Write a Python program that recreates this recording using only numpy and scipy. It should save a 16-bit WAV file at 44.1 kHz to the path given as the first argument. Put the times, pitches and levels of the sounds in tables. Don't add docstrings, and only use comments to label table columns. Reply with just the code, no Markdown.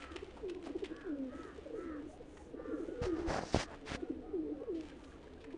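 import sys
import numpy as np
from scipy import signal
from scipy.fft import rfft, irfft
from scipy.io import wavfile
from scipy.ndimage import map_coordinates

SR = 44100
rng = np.random.default_rng(int(sys.argv[2]) if len(sys.argv) > 2 else 0)


def output_pcm(signal):
    pcm = np.clip(np.atleast_2d(signal).T, -1, 1) * 32767
    wavfile.write(sys.argv[1], SR, np.round(pcm).astype(np.int16))


N = 245637
T = np.arange(N) / SR


def undb(db):
    return 10 ** (np.asarray(db) / 20)


def unit(x):
    return x / np.sqrt(np.mean(x ** 2) + 1e-18)


def add(out, start_s, x):
    i = int(start_s * SR)
    x, i = x[max(-i, 0):], max(i, 0)
    out[i:i + len(x)] += x[:max(N - i, 0)]


def wander(count, rate_hz):
    place = np.arange(count) * rate_hz / SR
    return map_coordinates(rng.standard_normal(2048), [place], order=3, mode="wrap")


def colour(x, points):
    point_hz, point_db = np.transpose(points)
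    bin_hz = np.maximum(np.fft.rfftfreq(len(x), 1 / SR), 1)
    gain = undb(np.interp(np.log(bin_hz), np.log(point_hz), point_db))
    return unit(irfft(rfft(x) * gain, len(x)))


def resonate(x, centre_hz, width_hz):
    return signal.lfilter(*signal.iirpeak(centre_hz, centre_hz / width_hz, fs=SR), x)


def fade(t, edge_s):
    return np.clip(np.minimum(t - t[0], t[-1] - t) / edge_s, 0, 1)


def swell(t, attack_s, hold_s, release_s):
    decay = np.exp(-np.maximum(t - attack_s - hold_s, 0) / release_s)
    return np.clip(t / attack_s, 0, 1) * decay


def grains(per_s, spread_db):
    size = undb(spread_db * np.minimum(rng.exponential(size=N), 5))
    return (rng.random(N) < per_s / SR) * size * rng.standard_normal(N)


def yard(x, wet_db):
    t60_s, first_echo_s = 0.42, .014
    t = T[:SR]
    hits = rng.standard_normal(SR) * (rng.random(SR) < .02)
    echoes = hits * undb(-60 * t / t60_s) * (t > first_echo_s)
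    echoes = signal.lfilter(*signal.butter(1, 3000, fs=SR), echoes)
    wet = signal.fftconvolve(x, echoes / np.linalg.norm(echoes))[:N]
    return x + undb(wet_db) * wet


def throat(hz, second_db, rough):
    crop_hz, crop_width_hz = 530, 83
    throb_hz, throb_depth, throb_pitch = 38, .12, .007
    count = len(hz)
    throb_phase = 2 * np.pi * throb_hz * np.arange(count) / SR
    throb = np.sin(throb_phase + 2 * wander(count, throb_hz / 2))
    jitter = 0.0082 * wander(count, 37.3) + 0.1 * rough * wander(count, 130.55)
    phase = 2 * np.pi * np.cumsum(hz * (1 + throb_pitch * throb + jitter)) / SR
    tremble = 1 + throb_depth * throb + rough * (wander(count, 58.3) + .5 * wander(count, 339.3))
    second = undb(second_db) / np.hypot(1, 2 * (2 * hz - crop_hz) / crop_width_hz)
    return np.sqrt(2) * tremble * (np.sin(phase) + second * np.sin(2 * phase))


def note(hz, length_s, fall, rough):
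    u = np.linspace(-1, 1, int(2 * length_s * SR))
    return throat(hz * (1 - fall * u), -14.0, rough) * np.exp(-4 * u ** 2) / np.sqrt(2)


def ping(hz, t60_s, attack_s):
    t = T[:SR // 12]
    return np.sin(2 * np.pi * hz * t) * np.minimum(t / attack_s, 1) * undb(-60 * t / t60_s)


def air():
    # hz, relative_db
    air_colour = [(25, 8.5), (45, 1.5), (72, 9), (100, -5.5), (190, -3.5), (330, 0.5), (700, -10),
                  (1100, -19.5), (2000, -23.5), (4000, -31.5), (7000, -43.5), (9700, -42.5)]
    level_db = -54.5 + 0.083 * wander(N, 6.7)
    return colour(rng.standard_normal(N), air_colour) * undb(level_db)


def patter():
    # time_s, relative_level_db
    stir = [(0, -50.5), (.15, -61.5), (.3, -65), (.85, -62), (1.15, -69.5), (1.5, -62.5), (1.95, -66.5),
            (2.25, -67), (2.37, -72), (2.5, -72.5), (2.75, -67), (3.1, -62.5), (3.8, -66), (4.05, -65.5),
            (4.25, -75), (4.68, -75), (4.8, -60.5), (5.05, -64.5), (5.3, -68.5), (5.57, -71.5)]
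    # hz, relative_db
    dirt_colour = [(500, 3.5), (1200, 2), (3200, -1), (5000, -9.5), (7000, -11.5), (9700, -17.5)]
    swing_db = 3 * wander(N, 22.24)
    stir_db = np.interp(T, *np.transpose(stir)) + swing_db
    clicks = grains(1700, 2.3)
    return yard(colour(clicks, dirt_colour) * undb(stir_db - 5.0), wet_db=-7.0)


def flock(count=130):
    # time_s, relative_level_db
    murmur = [(0.0, -59.5), (0.38, -67), (0.59, -54), (.98, -54), (1.3, -55), (1.55, -60), (1.88, -51.5),
              (2.2, -62.5), (2.4, -57.5), (2.53, -58), (2.75, -51), (2.95, -56.5), (3.1, -49.5),
              (3.25, -46.5), (3.57, -61), (4.1, -49.5), (4.3, -54.5), (4.5, -46.5), (4.67, -52),
              (4.98, -61), (5.23, -63.5), (5.57, -51.5)]
    out = np.zeros(N)
    for k, (when, pitch, length, size) in enumerate(rng.random((count, 4))):
        is_grunt = k % 2
        hz = (470 if is_grunt else 295) * (1 + .24 * (pitch - .5))
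        db = 7 * size - (2.5 if is_grunt else 0)
        call = note(hz, 0.04 + 0.099 * length, fall=0.0948, rough=0.27)
        add(out, (k + when) / count * T[-1] - .1, undb(db) * call)
    level_db = np.interp(T, *np.transpose(murmur)) + 1.5
    return unit(yard(out, wet_db=-18.0)) * undb(level_db)


def crow():
    # start_s, length_s, top_fundamental_hz, droop_share, relative_level_db, third_re_second_db
    caws = [(-.1, .29, 665, .2, -56.5, -1), (.875, .26, 570, .27, -56, 2), (1.27, .29, 655, .22, -55, 0),
            (1.725, .28, 668, .26, -54, -2), (2.535, .27, 597, .1, -57.5, -5),
            (2.62, .24, 700, .15, -61, -12), (2.83, .22, 728, .12, -64, -11),
            (2.98, .25, 628, .15, -54, -5), (3.47, .26, 620, .15, -57, 0), (3.96, .13, 730, .1, -65, -10),
            (4.21, .15, 628, .12, -67, -12), (4.49, .1, 630, .1, -70, -12),
            (4.56, .18, 555, .05, -66.5, -12), (4.95, .25, 586, .06, -67.5, -14)]
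    throat_hz, throat_width_hz = 1460, 520
    cycles_per_flutter, core_rasp = 4.5, .6
    wall_delay_s, wall_db = 0.057, -18.5
    out = np.zeros(N)
    for start_s, length_s, top_hz, droop, db, third_db in caws:
        t = T[:int(length_s * SR)]
        arch = (2.5 * t / length_s - 1) ** 2 / 2
        hz = top_hz * (1 - droop * arch) * (1 + .012 * wander(len(t), 150))
        phase = 2 * np.pi * np.cumsum(hz) / SR
        flutter = phase / cycles_per_flutter + .35 * wander(len(t), 60)
        rasp = .8 * np.sin(flutter) + .8 * np.sin(2 * flutter) + .22 * wander(len(t), 450)
        second = (1 + core_rasp * rasp) * np.sin(2 * phase)
        third = undb(third_db) * (1 + rasp) * np.sin(3 * phase)
        voice = resonate(second + third, throat_hz, throat_width_hz)
        caw = undb(db) * unit(voice * fade(t, 0.065))
        add(out, start_s, caw)
        add(out, start_s + wall_delay_s, undb(wall_db) * caw)
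    dull = signal.lfilter(*signal.butter(4, 1860, fs=SR), out)
    return yard(dull * undb(-4.5), wet_db=-10.0)


def pecks():
    # start_s, relative_peak_db, centre_hz, time_scale_s
    snaps = [(0.017, -42, 2600, 0.019), (0.039, -42, 1540, 0.0059), (0.16, -36.5, 2800, 0.0075),
             (0.118, -51, 3200, 0.0043), (0.186, -54, 2830, 0.013), (0.244, -48.5, 3020, 0.0038),
             (0.309, -53.5, 3150, 0.0059), (0.364, -48.5, 900, 0.025), (0.482, -52, 2710, 0.011),
             (0.495, -43, 3300, 0.009), (0.548, -49.5, 2720, 0.0029), (0.644, -50.5, 4140, 0.03),
             (0.66, -45, 646, 0.019), (0.781, -54.5, 2790, 0.018), (0.839, -42.5, 2760, 0.016),
             (0.856, -42.5, 3200, 0.0099), (0.9634, -49.5, 3600, 0.0051), (1.009, -52.5, 2580, 0.01),
             (1.431, -52.5, 3440, 0.0055), (2.115, -79, 1370, 0.0097), (2.37, -51.5, 2050, 0.0077),
             (4.583, -67, 1700, 0.0025), (4.633, -57, 1590, 0.0036), (4.741, -56.5, 3140, 0.05),
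             (4.809, -45.5, 3170, 0.0022), (4.895, -53.5, 3020, 0.0076), (5.037, -54, 3640, 0.016),
             (5.236, -55.5, 1110, 0.0043), (5.335, -57, 3800, 0.0044), (5.402, -56.5, 3370, 0.029),
             (5.44, -50, 2090, 0.0087), (5.502, -55, 1890, 0.019), (5.524, -57, 2820, 0.0084)]
    # hz, relative_db
    grit_colour = [(200, -16), (700, 10), (2500, 0.5), (5000, -4.5), (9700, -8), (12000, -39.5)]
    out, t = np.zeros(N), T[:SR // 6]
    grit = colour(grains(5000, 0.98), grit_colour)
    for start_s, db, hz, scale_s in snaps:
        push = t / scale_s * np.exp(-2.7 * t / scale_s)
        crunch = push * grit[rng.integers(N - len(t)):][:len(t)]
        crunch = resonate(crunch, hz, .5 * hz) + undb(-16.5) * crunch
        add(out, start_s, undb(db + 4.5) * crunch / np.abs(crunch).max())
    return yard(out, wet_db=-14.5)


def far_birds(count=30):
    # peak_s, peak_db, pitch_hz, length_s, fall_share (negative rises)
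    calls = [(0.274, -62, 673, .03, -0.0051), (2.105, -53.5, 614, 0.032, -0.047),
             (2.141, -55, 726, 0.027, -0.098), (2.408, -54, 828, 0.025, -0.042),
             (2.613, -57.5, 772, 0.022, 0), (3.69, -52.5, 685, 0.031, 0.033),
             (3.987, -54.5, 709, 0.031, -0.044), (4.061, -58, 737, .03, -0.044),
             (4.252, -54, 727, 0.047, -0.062), (4.312, -60, 764, 0.039, -0.046),
             (4.543, -59, 757, 0.051, -0.063), (4.62, -65, 813, .04, -0.043),
             (4.792, -57.5, 634, 0.063, 0.074)]
    faint_db, faint_low_hz, faint_range_octaves, faint_length_s = -67, 705, 0.51, 0.056
    out = np.zeros(N)
    for peak_s, db, hz, length_s, fall in calls:
        add(out, peak_s - length_s, undb(db) * note(hz, length_s, fall, rough=0.15))
    for k, (when, pitch) in enumerate(rng.random((count, 2))):
        hz = faint_low_hz * 2 ** (faint_range_octaves * pitch)
        call = note(hz, faint_length_s, fall=0.022, rough=0.5)
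        add(out, (k + when) / count * T[-1], undb(faint_db) * call)
    return yard(out, wet_db=-15.5)


def near_pigeons():
    # start_s, length_s, start_hz, end_hz, glide_s, level_db, attack_s, sag_db (negative swells),
    # second_harmonic_at_crop_resonance_db, roughness_0_to_1
    coos = [(0.384, 0.17, 530.6, 328.6, 0.051, -41.5, 0.082, 0, -21, 0.25),
            (.545, 0.13, 374.4, 302, .075, -45.5, 0.016, 0.5, -10, 0.25),
            (1.038, 0.27, 415.3, 253.6, 0.043, -37.5, 0.057, 5.5, -13.5, 0.11),
            (1.697, 0.11, 471, 402.5, 0.073, -41.5, 0.017, 10.5, -30, 0.21),
            (1.794, 0.23, 366, 285.5, .08, -48, .02, -4, -16.5, .1),
            (2.01, 0.1, 320, 294, .04, -51.5, 0.024, 2, -20, 0.28),
            (2.661, 0.34, 478, 450, 0.35, -52.5, .035, 1, -20, 0.33),
            (2.93, 0.15, 503, 451, .1, -39, 0.074, 5, -20, 0.25),
            (3.051, 0.13, 384, 296.5, 0.0544, -31, 0.033, 13, -17, 0.11),
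            (3.161, .135, 355.6, 307, 0.11, -42, 0.023, 1, -12, .08),
            (4.327, 0.25, 402.2, 280.8, .042, -34.5, 0.026, 16.5, -17.5, 0.2),
            (4.662, 0.23, 489.7, 294, 0.037, -34, 0.038, 20, -19, 0.15),
            (4.893, 0.1, 283, 262, .05, -53, 0.015, 14, -23, 0.29)]
    # peak_s, peak_db, pitch_hz, length_s
    stutters = [(0.12, -46, 313, 0.018), (.163, -37, 355, 0.011), (0.232, -39, 373, 0.014),
                (.285, -48, 377, 0.021), (0.67, -35, 298, 0.018), (0.707, -37.5, 309, 0.015),
                (0.761, -32, 350.5, 0.016), (0.832, -32.5, 395, 0.016), (0.919, -35, 311, 0.02),
                (1.332, -43, 571, 0.019), (1.356, -41.5, 282, 0.021), (1.4, -38, 327, 0.015),
                (1.454, -40, 394, 0.012), (1.492, -42.5, 408, 0.024), (1.59, -42, 437, 0.016),
                (1.669, -42, 552, 0.02), (1.745, -38.5, 469, 0.016), (1.776, -44, 453, 0.011),
                (1.789, -35.5, 378, .01), (1.945, -43, 465, 0.012), (2.068, -40, 332, 0.014),
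                (2.213, -44, 459, 0.019), (2.51, -47, 293, .016), (2.547, -42, 282, .014),
                (2.578, -47, 330, 0.017), (2.543, -39, 450, 0.014), (2.602, -35, 464, .011),
                (2.659, -38.5, 452, 0.011), (2.692, -39, 281, 0.019), (2.722, -41, 448.5, 0.025),
                (2.741, -37, 314, 0.035), (2.781, -43, 512, .03), (2.805, -29.5, 369, .013),
                (2.829, -37.5, 310, 0.033), (2.889, -35.5, 316, .013), (2.892, -42, 511, 0.014),
                (2.855, -46, 450, 0.014), (2.925, -39, 349, 0.019), (4.032, -27.5, 337, 0.015),
                (4.106, -29, 333, 0.015), (4.3, -43, 309, 0.019), (4.497, -49.5, 474, .05),
                (4.605, -45.5, 523, 0.028), (4.622, -35, 434.4, .011), (4.638, -44, 534, 0.02),
                (4.925, -52, 473, .022), (4.975, -52, 331, 0.018), (5.175, -52, 332, 0.013),
                (5.21, -51, 483, 0.014), (5.275, -51.5, 487, 0.019), (5.42, -53, 457, 0.02),
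                (5.48, -51.5, 284, 0.017), (5.549, -35, 335, 0.014)]
    pitch_sag_per_s, release_s = 0.506, 0.022
    out = np.zeros(N)
    for start_s, length_s, start_hz, end_hz, glide_s, db, attack_s, sag_db, second_db, rough in coos:
        t = np.arange(0, length_s, 1 / SR)
        held_hz = end_hz * (1 + pitch_sag_per_s * (length_s - t))
        hz = held_hz + (start_hz - held_hz[0]) / (1 + (t / glide_s) ** 3)
        edges = np.clip(np.minimum(t / attack_s, (length_s - t) / release_s), 0, 1)
        strength = edges * undb(db - sag_db * t / length_s)
        add(out, start_s, throat(hz, second_db, rough) * strength)
    for peak_s, db, hz, length_s in stutters:
        add(out, peak_s - length_s, undb(db) * note(hz, length_s, fall=0.16, rough=0.26))
    return yard(out, wet_db=-19.0)


def high_hiss():
    # start_s, level_db, length_s
    swells = [(1.25, -71, .36), (1.7, -71, .2), (2.04, -66, .16), (2.2, -68, .38), (2.62, -71.5, .42),
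              (4.88, -72, .36)]
    # hz, relative_db
    hiss_colour = [(1000, -18), (2800, -7.5), (4800, -4.5), (6500, 6.5), (8200, -1), (9500, 2)]
    strength = np.zeros(N)
    for start_s, db, length_s in swells:
        add(strength, start_s, undb(db) * np.hanning(int(length_s * SR)))
    return colour(grains(6600, 1.5), hiss_colour) * strength


def scuffs():
    # start_s, attack_s, hold_s, release_s, hiss_db, grind_db, sand_db
    drags = [(3.014, 0.012, 0.03, 0.022, -49.5, -44.5, -57.5),
             (3.137, 0.051, 0.017, 0.098, -61.5, -50, -69), (3.26, 0.043, 0.074, 0.039, -51, -38, -53.5),
             (3.394, 0.12, 0.13, 0.0062, -59, -67, -56.5), (3.524, 0.037, 0.059, 0.013, -42.5, -47, -52),
             (3.678, 0.057, 0.01, 0.0086, -70, -48, -95), (3.849, 0.05, 0.063, 0.0045, -45, -52, -85)]
    # hz, relative_db
    dust_colour = [(900, 5), (2000, 6), (3200, 1), (5300, -3.5), (6500, -7.5), (8000, -14), (9700, -15)]
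    # hz, relative_db
    grind_colour = [(30, -12), (70, -6), (150, 7), (350, 5), (750, 8), (1100, -1), (1700, -2), (2800, -20),
                    (6000, -52)]
    sand_hz, sand_width_hz = 5040, 3000
    catch_db, catch_hz = 1.5, 107.7
    hiss = colour(grains(14000, 0.95), dust_colour)
    grind = colour(grains(2200, 0.37), grind_colour)
    sand = resonate(grains(11000, 1.6), sand_hz, sand_width_hz)
    sand = unit(resonate(sand, sand_hz, sand_width_hz))
    out = np.zeros(N)
    for start_s, attack_s, hold_s, release_s, hiss_db, grind_db, sand_db in drags:
        mix = hiss * undb(hiss_db) + grind * undb(grind_db) + sand * undb(sand_db)
        out += swell(T - start_s, attack_s, hold_s, release_s) * mix
    return yard(out * undb(catch_db * wander(N, catch_hz)), wet_db=-35.0)


def footfalls():
    # push_centre_s, peak_db, contact_ms
    thuds = [(3.018, -27, 2.46), (3.044, -35.5, 3.6), (3.065, -38, 10), (3.134, -41, 4), (3.195, -41, 6.3),
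             (3.223, -48, 13), (3.282, -29.5, 8.9), (3.293, -30, 1.1), (3.386, -24.5, 0.47),
             (3.436, -27, 0.53), (3.546, -12.5, 0.7), (3.5616, -16.5, 0.58), (3.571, -23.5, 2.1),
             (3.579, -34, 4.5), (3.919, -29.5, 1.3), (3.949, -28.5, 0.95)]
    # mode_hz, relative_db, t60_s
    sole_modes = [(37.6, -8.5, 0.16), (73, 2.5, 0.1), (133, -4, 0.06), (264, 18, 0.0075), (632, 16, 0.0059),
                  (950, -8, 0.011)]
    lead_s = 1 / 200
    out, t = np.zeros(N), T[:SR // 5]
    ring = sum(undb(db - 60 * t / t60_s) * np.cos(2 * np.pi * hz * t) for hz, db, t60_s in sole_modes)
    for centre_s, db, contact_ms in thuds:
        u = (t - lead_s) * 1000 / contact_ms
        push = np.exp(-np.pi * u ** 2) - 0.33 * np.exp(-np.pi * (u - 1.2) ** 2)
        thud = signal.fftconvolve(ring, push)[:len(t)]
        add(out, centre_s - lead_s, undb(db) * thud / np.abs(thud).max())
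    return out


def clinks():
    # start_s, level_db (before ring decay), pitch_hz
    strikes = [(4.918, -49.5, 1620), (5.04, -60, 1660), (5.119, -51, 1640), (5.159, -57, 1350),
               (5.275, -52, 1660), (5.375, -55, 1610), (5.368, -64, 2760)]
    out = np.zeros(N)
    for start_s, db, hz in strikes:
        add(out, start_s, undb(db) * ping(hz, t60_s=0.036, attack_s=0.0026))
    return yard(out, wet_db=-19.0)


def scene():
    birds = near_pigeons() + flock() + crow() + far_birds()
    shoes = scuffs() + footfalls()
    ground = pecks() + clinks() + patter()
    return (birds + shoes + ground + high_hiss() + air())[None]


def record(dry):
    dry = signal.sosfilt(signal.butter(1, 20, "high", fs=SR, output="sos"), dry)
    return signal.sosfilt(signal.ellip(10, .2, 80, 9800, fs=SR, output="sos"), dry)


dry = scene()
out = record(dry)
output_pcm(out)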